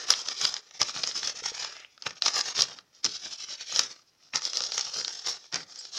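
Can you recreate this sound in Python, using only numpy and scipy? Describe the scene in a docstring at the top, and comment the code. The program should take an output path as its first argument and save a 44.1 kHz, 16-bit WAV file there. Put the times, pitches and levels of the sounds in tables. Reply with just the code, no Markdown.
"""Small quiet room, at a workbench: a hand wipes a sheet of paper back and forth against a small tool.
Strokes rasp, rustle and swish: filtered noise and tiny slips, levelled by a half-sine speed.
Creases and edge snap and click: short rings with scatter, knocks and treble cracks.
The hand pats (dull noise bursts), the tool rocks (damped sines), a fingertip squeaks once (two harmonics).
A short room tail and a faint steady hiss lie behind."""
import sys
import numpy as np
from scipy import signal
from scipy.fft import rfft, irfft, next_fast_len
from scipy.io import wavfile
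from scipy.ndimage import uniform_filter1d, minimum_filter1d, map_coordinates

SR = 44100
rng = np.random.default_rng(int(sys.argv[2]) if len(sys.argv) > 2 else 0)


def materialize(psi):
    """Save the field psi as 16-bit PCM at rate SR to the path in sys.argv[1].

    A 1-D psi becomes a single channel; in a 2-D psi each row is a channel.
    """
    bounded = np.clip(np.atleast_2d(psi).T, -1, 1)
    quanta = np.round(bounded * 32767).astype(np.int16)
    wavfile.write(sys.argv[1], SR, quanta)


N = 263715  # samples

# Levels are relative, ahead of the later filters.
# Strokes of the sheet, to and fro: (start [s], length [s], surface rasp [dB], flexing rustle [dB])
STROKES = [(-0.063, 0.16, -40.0, -44), (0.058, 0.098, -27.5, -37), (0.122, 0.13, -34, -45),
           (0.199, 0.2, -39.5, -45.5), (0.339, 0.21, -30, -40.5), (0.479, 0.14, -40.5, -46.5),
           (0.57, 0.21, -57.5, -64), (0.721, 0.076, -48.5, -57.5), (0.79, 0.052, -29, -34.5),
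           (0.814, 0.13, -36.5, -47), (0.919, 0.11, -34.5, -40.5), (0.969, 0.19, -34.5, -44),
           (1.131, 0.093, -31, -42), (1.188, 0.16, -32.5, -41), (1.325, 0.11, -40.5, -49.5),
           (1.416, 0.11, -32.0, -41.5), (1.466, 0.43, -47.5, -49.5), (1.49, 0.23, -36, -44),
           (1.83, 0.19, -66, -73), (1.988, 0.18, -48.5, -53), (2.055, 0.027, -31.5, -30),
           (2.146, 0.06, -51.5, -56.5), (2.206, 0.13, -30, -38), (2.312, 0.13, -28.0, -35.5),
           (2.407, 0.14, -32.5, -40.5), (2.493, 0.34, -45, -49), (2.532, 0.13, -26, -34),
           (2.909, 0.128, -60, -71), (3.027, 0.065, -31.5, -37), (3.045, 0.18, -38.5, -51),
           (3.19, 0.13, -39, -47.5), (3.283, 0.093, -37.5, -50.5), (3.359, 0.12, -39.5, -55),
           (3.451, 0.13, -39.5, -51), (3.562, 0.1, -41.5, -51.5), (3.643, 0.15, -36.5, -51),
           (3.692, 0.21, -32, -42), (3.877, 0.072, -41, -48.5), (3.888, 0.16, -56, -64.5),
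           (4.047, 0.082, -65.5, -80.5), (4.167, 0.194, -61, -69.5), (4.325, 0.079, -31.5, -37),
           (4.39, 0.15, -35, -47), (4.509, 0.12, -33, -42.5), (4.575, 0.15, -35.5, -44.5),
           (4.679, 0.18, -32.5, -41), (4.797, 0.15, -36.0, -47.5), (4.898, 0.15, -31.0, -43.5),
           (4.952, 0.36, -40.5, -51.0), (5.23, 0.12, -29.5, -38.5), (5.306, 0.093, -42.5, -49),
           (5.333, 0.21, -54.5, -64), (5.513, 0.073, -38.5, -36.0), (5.525, 0.13, -40.5, -43.5),
           (5.641, 0.18, -49, -58), (5.722, 0.22, -45.5, -57), (5.908, 0.13, -34, -46)]
# Creases buckling and the edge catching: (time [s], click level [dB], ring [Hz], sheet knock level [dB])
SNAPS = [(0.1041, 6.5, 5290, -18), (0.138, -14, 3660, -31), (0.2862, -11.5, 5160, -34),
         (0.414, -12, 5700, -31), (0.452, -5.5, 4930, -24), (0.541, -13, 5330, -41),
         (0.5661, -19, 4800, -34.5), (0.7103, -36.5, 5700, -48), (0.816, -3, 5380, -23.5),
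         (0.8293, -9.5, 5260, -50), (0.8939, -18, 5270, -34.5), (0.9732, -19, 4350, -38),
         (1.0344, -11.5, 4830, -38), (1.038, -10.5, 4840, -29.5), (1.074, -12.5, 5530, -35.5),
         (1.1134, -24, 4160, -41), (1.2312, -22, 4300, -33), (1.274, -12, 5340, -36),
         (1.6474, -23.5, 5060, -32.5), (1.8476, -29.5, 2630, -53), (1.978, -40, 5000, -50),
         (2.0229, -21.5, 4960, -49), (2.0651, -39, 3250, -26), (2.1076, -28, 5400, -38),
         (2.2218, -5.5, 4620, -33), (2.2601, -7.5, 5100, -27), (2.2635, -7.5, 5250, -22.5),
         (2.282, -9, 5500, -24.5), (2.608, -6, 5100, -30), (2.6205, 0, 5200, -42), (2.7876, -30, 4690, -43),
         (3.045, -7.5, 5420, -34), (3.0515, -7, 5470, -32.5), (3.0621, -10, 5200, -31.5),
         (3.7245, -19, 6100, -38), (3.7611, -8, 5040, -33), (3.793, 0.5, 5150, -23),
         (4.3368, -23.5, 2470, -35), (4.358, -6.5, 5360, -31.5), (4.42, -22, 5500, -39),
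         (4.4525, -9.5, 5180, -44), (4.5331, -16, 5440, -36), (4.571, -8, 5180, -47),
         (4.6055, -14, 5200, -31.5), (4.6204, -18.5, 5370, -47), (4.6379, -14, 5060, -40),
         (4.7202, -14.5, 4760, -36), (4.7795, -10, 5970, -28), (4.7941, -15, 5900, -36),
         (4.81, -11.5, 5270, -51), (5.0477, -13, 4500, -41.5), (5.0799, -14.5, 5230, -36),
         (5.5262, -22, 5050, -42), (5.5433, -11.5, 5560, -34), (5.5577, -12, 5440, -35),
         (5.7589, -26.5, 5470, -58)]
# Hand pressing on the bench: (time [s], level [dB], t60 [s])
PATS = [(.105, -65, 0.062), (0.809, -37.5, 0.12), (0.953, -54, 0.59), (2.066, -54, 0.33),
        (2.565, -53, 0.72), (3.046, -42, 0.19), (3.726, -52.5, 0.32), (4.339, -45.5, 0.15),
        (4.959, -51.5, 0.35), (5.531, -47, 0.44)]
# Sheet edge sweeping over the bench: (time [s], level over the rasp [dB])
EDGE_SWISH = [(0, -17.5), (1.62, -13), (1.82, 3.5), (2.1, -16.5), (3.3, -16), (3.62, -7), (3.95, -17.5),
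              (4.4, -24.5)]
# Tool rocking on the bench: (time [s], level [dB])
BUMPS = [(1.225, -51), (1.345, -53), (1.423, -46), (1.518, -44.5), (4.610, -43.5), (4.689, -51)]
# Fingertip slip: (time [s], fundamental [Hz], level [dB])
SQUEAK = [(5.780, 2160, -64), (5.79, 2490, -35), (5.803, 2520, -41), (5.818, 2420, -54)]
# Noise spectrum of the sliding surface: (frequency [Hz], relative density [dB])
RASP_SPECTRUM = [(1200, -34.5), (2200, -21.5), (3200, -7), (4200, -3), (4900, 1), (5600, 2.5), (6500, -5.5),
                 (7300, -15.5), (8500, -30), (11000, -40.5), (16000, -63)]
# Noise spectrum of the flexing sheet: (frequency [Hz], relative density [dB])
RUSTLE_SPECTRUM = [(30, -45.5), (90, -7), (250, -8), (500, -1.5), (1400, 2.5), (2300, 0.5), (3800, 0),
                   (6500, -12.5), (10000, -56.5)]
# Treble spectrum of hard strokes and cracks: (frequency [Hz], relative density [dB])
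FIZZ_SPECTRUM = [(5000, -33), (8500, -1), (10500, -3), (13000, -11), (16000, -18)]
# Spectrum of the sheet being knocked: (frequency [Hz], relative density [dB])
KNOCK_SPECTRUM = [(60, -39), (250, -20), (550, -6), (1300, 2), (2500, -2.5), (4000, 0.5), (10000, -52)]
# Spectrum of the hand's thud: (frequency [Hz], relative density [dB])
THUD_SPECTRUM = [(25, -31), (80, -8.5), (150, -2.5), (330, -3.5), (550, -8), (1500, -62.5)]
# Spectrum of the steady hiss: (frequency [Hz], relative density [dB])
HISS_SPECTRUM = [(25, -9), (100, 1), (500, -1), (2200, -7), (4000, -5), (5500, -1), (7000, -11),
                 (8500, -17), (16000, -19)]
# Brightness filter over a snap's ring and scatter: (frequency [Hz], relative gain [dB])
SNAP_SPECTRUM = [(300, -8.5), (1500, 3), (3200, 9), (4400, 5), (5500, 2.5), (6600, 7.5), (7500, 3.5),
                 (8700, -8.5), (11000, -32.5), (16000, -61.5)]
# Decay of the room: (frequency [Hz], t60 [s])
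ROOM_DECAY = [(200, 0.28), (2000, 0.27), (6000, 0.1), (14000, 0.13)]
# Resonances and dips of the case and the hollow under the hand: (centre [Hz], width [Hz], gain [dB])
HOLLOW_BANDS = [(450, 143, 3.5), (900, 45, 2), (1018, 240, -6), (1220, 167, 4.5), (1784, 65, 2.5),
                (3110, 470, 1.5), (4600, 220, -4.5), (4830, 109, 1), (6054, 200, -3.5), (6600, 108, -0.5)]

SPEED_EXPONENT = 1.584  # stroke amplitude = speed to this power
REST_DB = -79.5  # the resting hand never lies quite still
FIRM_RASP_DB, FIZZ_DB, FIZZ_DB_PER_RASP_DB = -31, -61, 2.3  # fizz level applies at the firm rasp
CREASES_PER_S, CREASE_OVER_RASP_DB, CREASE_SPREAD_DB = 5.8, -4.5, 6.5
CREASE_HZ = 4930  # typical ring
CRACK_DB, CRACK_DB_PER_CLICK_DB, CRACK_DB_PER_HZ = -16, 2.0, 0.005  # last: rise with the snap's ring
HISS_DB, ROOM_DB = -71, -16
BAND_LIMIT_HZ = 15850


def strokes():
    """Rasp and rustle levels in dB: each stroke speeds up from rest and slows down to turn."""
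    t = np.arange(N) / SR
    power = np.full((2, N), amp(REST_DB) ** 2)
    for start_s, length_s, rasp_db, rustle_db in STROKES:
        inside = (t > start_s) & (t < start_s + length_s)
        speed = np.abs(np.sin(np.pi * (t[inside] - start_s) / length_s))
        envelopes = np.outer(amp([rasp_db, rustle_db]), speed ** SPEED_EXPONENT)
        power[:, inside] += envelopes ** 2
    return 10 * np.log10(power)


def rubbing(rasp_db, rustle_db):
    """Fibres catch and slip; the same slips drive the surface rasp and the sheet's coarser rustle."""
    grip_db = 2.48 * wobble(150) + 0.32 * wobble(35)
    slips = friction(slips_per_s=1100, spread_db=6.5, slip_share=0.28)
    rasp = amp(rasp_db + grip_db + 1.07) * colour(slips, RASP_SPECTRUM)

    catches = friction(slips_per_s=170, spread_db=6.5, slip_share=0.53)
    flexing = unit(slips + 2.02 * catches)
    rustle = amp(rustle_db + grip_db + 0.62) * colour(flexing, RUSTLE_SPECTRUM)

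    swish = edge_swish(rasp_db)
    fizz = stroke_fizz(rasp_db, grip_db)
    return shifting(rasp + rustle + swish + fizz, patchy_db=3.5)


def edge_swish(rasp_db):
    """The edge sweeps over the bench: friction through two broad resonances sounds hollow."""
    over_rasp_db, = curves(EDGE_SWISH)
    scrape = friction(slips_per_s=900, spread_db=4, slip_share=0.3)
    edge = ringing(ringing(scrape, 2610, 1000), 2300, 1700)
    return amp(rasp_db + over_rasp_db) * unit(edge)


def stroke_fizz(rasp_db, grip_db):
    """Fine treble friction: hard strokes grow brighter faster than they grow louder."""
    fizz_db = FIZZ_DB + FIZZ_DB_PER_RASP_DB * (rasp_db - FIRM_RASP_DB)
    fine = friction(slips_per_s=1200, spread_db=4, slip_share=0.5)
    return amp(fizz_db + grip_db + 1.5 * wobble(18)) * colour(fine, FIZZ_SPECTRUM)


def friction(slips_per_s, spread_db, slip_share):
    """Tiny slips of uneven size over a smooth hiss; slip_share is the slips' share of the power."""
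    happens = rng.random(N) < slips_per_s / SR
    signs = rng.choice([-1, 1], N)
    sizes = amp(spread_db * np.minimum(rng.standard_normal(N), 2))
    slips = unit(happens * signs * sizes)
    return np.sqrt(slip_share) * slips + np.sqrt(1 - slip_share) * rng.standard_normal(N)


def shifting(x, patchy_db):
    """The hollow under the moving hand keeps shifting: narrow bands swell and fade."""
    z = signal.stft(x, nperseg=512)[2]
    field = uniform_filter1d(rng.standard_normal(z.shape), size=2, axis=0)  # across frequency
    field = uniform_filter1d(field, size=24, axis=1)  # along time
    gain = unit(amp(patchy_db * np.clip(unit(field), -2, 2)))
    return signal.istft(z * gain, nperseg=512)[1][:N]


def snaps(knock_t60_s=0.021, push=6, crest_db=13.0):
    """Each snap clicks, knocks the sheet and cracks in the treble, more so the harder and higher it is."""
    out, t = np.zeros(N), np.arange(SR // 20) / SR
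    for time_s, level_db, ring_hz, knock_db in SNAPS:
        click_db = level_db - crest_db
        add(out, time_s, amp(click_db) * snap(ring_hz))

        shake = rng.standard_normal(len(t)) * amp(-60 * t / knock_t60_s)
        shake[0] = push
        add(out, time_s, amp(knock_db - 1.5) * sized(colour(shake, KNOCK_SPECTRUM)))

        crack = colour(rng.standard_normal(len(t)) * amp(-60 * t / 0.01), FIZZ_SPECTRUM)
        pitch_db = CRACK_DB_PER_HZ * (ring_hz - CREASE_HZ)
        crack_db = CRACK_DB + CRACK_DB_PER_CLICK_DB * click_db + pitch_db
        add(out, time_s, amp(crack_db) * sized(crack))
    return out


def snap(ring_hz, rise_s=0.00026, scatter_db=-5, scatter_t60_s=0.012):
    """One buckle: a ring of a few cycles, then its scatter across the sheet and bench."""
    t = np.arange(SR // 20) / SR
    ring = t / rise_s * np.exp(-t / rise_s) * np.sin(2 * np.pi * ring_hz * t)
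    paths = rng.standard_normal(len(t)) * amp(-60 * t / scatter_t60_s) * (t > .0008)
    scatter = signal.fftconvolve(ring, paths)[:len(t)]
    return sized(colour(unit(ring) + amp(scatter_db) * unit(scatter), SNAP_SPECTRUM))


def creases(rasp_db):
    """Small creases give way at random moments; their clicks follow the rasp level, with scatter."""
    out = np.zeros(N)
    chance = rng.random(N)
    for i in np.flatnonzero(chance < CREASES_PER_S / SR):
        size, pitch = rng.standard_normal(2)
        level_db = rasp_db[i] + CREASE_OVER_RASP_DB + CREASE_SPREAD_DB * size
        add(out, i / SR, amp(level_db) * snap(CREASE_HZ * np.exp(.08 * pitch)))
    return out


def pats(rise_s=0.0029):
    """Soft flesh on paper: a dull noise thud without ring."""
    out, t = np.zeros(N), np.arange(SR // 3) / SR
    for time_s, level_db, t60_s in PATS:
        thud = unit(colour(rng.standard_normal(len(t)), THUD_SPECTRUM))
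        envelope = amp(level_db - 60 * t / t60_s) * (1 - np.exp(-t / rise_s))
        add(out, time_s, envelope * thud)
    return out


def bumps(mode_hz=490, t60_s=.04):
    """The tool's case rings briefly in its lowest mode, damped and detuned by the grip."""
    out, t = np.zeros(N), np.arange(SR // 10) / SR
    for time_s, level_db in BUMPS:
        pitch_hz = mode_hz * (1 + .06 * rng.standard_normal())
        knock = amp(-60 * t / t60_s) * np.sin(2 * np.pi * pitch_hz * t)
        add(out, time_s, amp(level_db) * sized(knock))
    return out


def squeak(jitter=0.035, third_db=-7):
    """Skin sticks and slips fast and unevenly; only its second and third harmonics sound."""
    pitch_hz, level_db = curves(SQUEAK)
    t = np.arange(N) / SR
    slipping = (t > SQUEAK[0][0]) & (t < SQUEAK[-1][0])
    phase = 2 * np.pi * np.cumsum(pitch_hz * (1 + jitter * wobble(1200))) / SR
    harmonics = np.sin(2 * phase) + amp(third_db) * np.sin(3 * phase)
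    return amp(level_db) * slipping * harmonics


def hollow(x):
    """Case and hand cavity: each resonance lifts or dips its own band."""
    for centre_hz, width_hz, gain_db in HOLLOW_BANDS:
        x = x + (amp(gain_db) - 1) * ringing(x, centre_hz, width_hz)
    return x


def room(x):
    """A short diffuse tail, 5 ms late, whose treble dies sooner than its bass."""
    hz, t, z = signal.stft(rng.standard_normal(SR // 3), SR, nperseg=256)
    decay = amp(-60 * t / along(ROOM_DECAY, hz)[:, None])
    tail = signal.istft(z * decay, SR, nperseg=256)[1]
    response = np.pad(tail / np.linalg.norm(tail), (SR // 200, 0))
    return signal.fftconvolve(x, response)[:N]


def background_hiss():
    """Faint steady hiss: coloured noise."""
    return amp(HISS_DB) * colour(rng.standard_normal(N), HISS_SPECTRUM)


def ringing(x, centre_hz, width_hz):
    """One resonance with unit gain at its centre."""
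    return signal.lfilter(*signal.iirpeak(centre_hz, centre_hz / width_hz, SR), x)


def colour(x, spectrum, size=4096):
    """Causal minimum-phase filter of the given spectrum; white noise keeps its power."""
    gain = unit(amp(along(spectrum, np.fft.rfftfreq(size, 1 / SR))))
    cepstrum = irfft(np.log(gain))
    cepstrum[1:size // 2] *= 2  # fold onto positive time
    cepstrum[size // 2 + 1:] = 0
    response = irfft(np.exp(rfft(cepstrum)))
    return signal.fftconvolve(x, response)[:len(x)]


def wobble(knots_per_s):
    """A smooth random curve through normally distributed knots."""
    knots = rng.standard_normal(N // 8)
    return map_coordinates(knots, [np.arange(N) * knots_per_s / SR], mode="wrap")


def curves(rows):
    """One value per sample for each column after the time."""
    time_s, *columns = np.transpose(rows)
    return [np.interp(np.arange(N) / SR, time_s, column) for column in columns]


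def along(points, hz):
    """Read (frequency [Hz], value) points on a log axis."""
    point_hz, values = np.transpose(points)
    return np.interp(np.log(hz + 1), np.log(point_hz + 1), values)


def amp(db):
    """Decibels to gain."""
    return 10 ** (np.asarray(db) / 20)


def unit(x):
    """Scale to rms 1."""
    return x / np.sqrt(np.mean(x ** 2) + 1e-20)


def sized(hit):
    """Scale a hit to rms 1 over its first 5 ms."""
    return hit / np.sqrt(np.mean(hit[:SR // 200] ** 2))


def add(track, time_s, sound):
    """Mix a sound into a track."""
    part = track[max(round(time_s * SR), 0):][:len(sound)]
    part += sound[:len(part)]


def scene():
    """Paper, hand and tool in a small room over a faint steady hiss."""
    rasp_db, rustle_db = strokes()
    paper = rubbing(rasp_db, rustle_db) + snaps() + creases(rasp_db)
    near = hollow(paper) + pats() + bumps() + squeak()
    return (near + amp(ROOM_DB) * room(near) + background_hiss())[None]


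def record(dry):
    """A limiter holds down the highest peaks; nothing is kept above the band limit."""
    ceiling = .76
    needed = ceiling / np.maximum(np.abs(dry), ceiling)
    gain = uniform_filter1d(minimum_filter1d(needed, size=48), size=32)
    size = next_fast_len(N + SR // 4)
    kept = np.fft.rfftfreq(size, 1 / SR) < BAND_LIMIT_HZ
    return irfft(rfft(dry * gain, size) * kept, size)[:, :N]


dry = scene()
out = record(dry)
materialize(out)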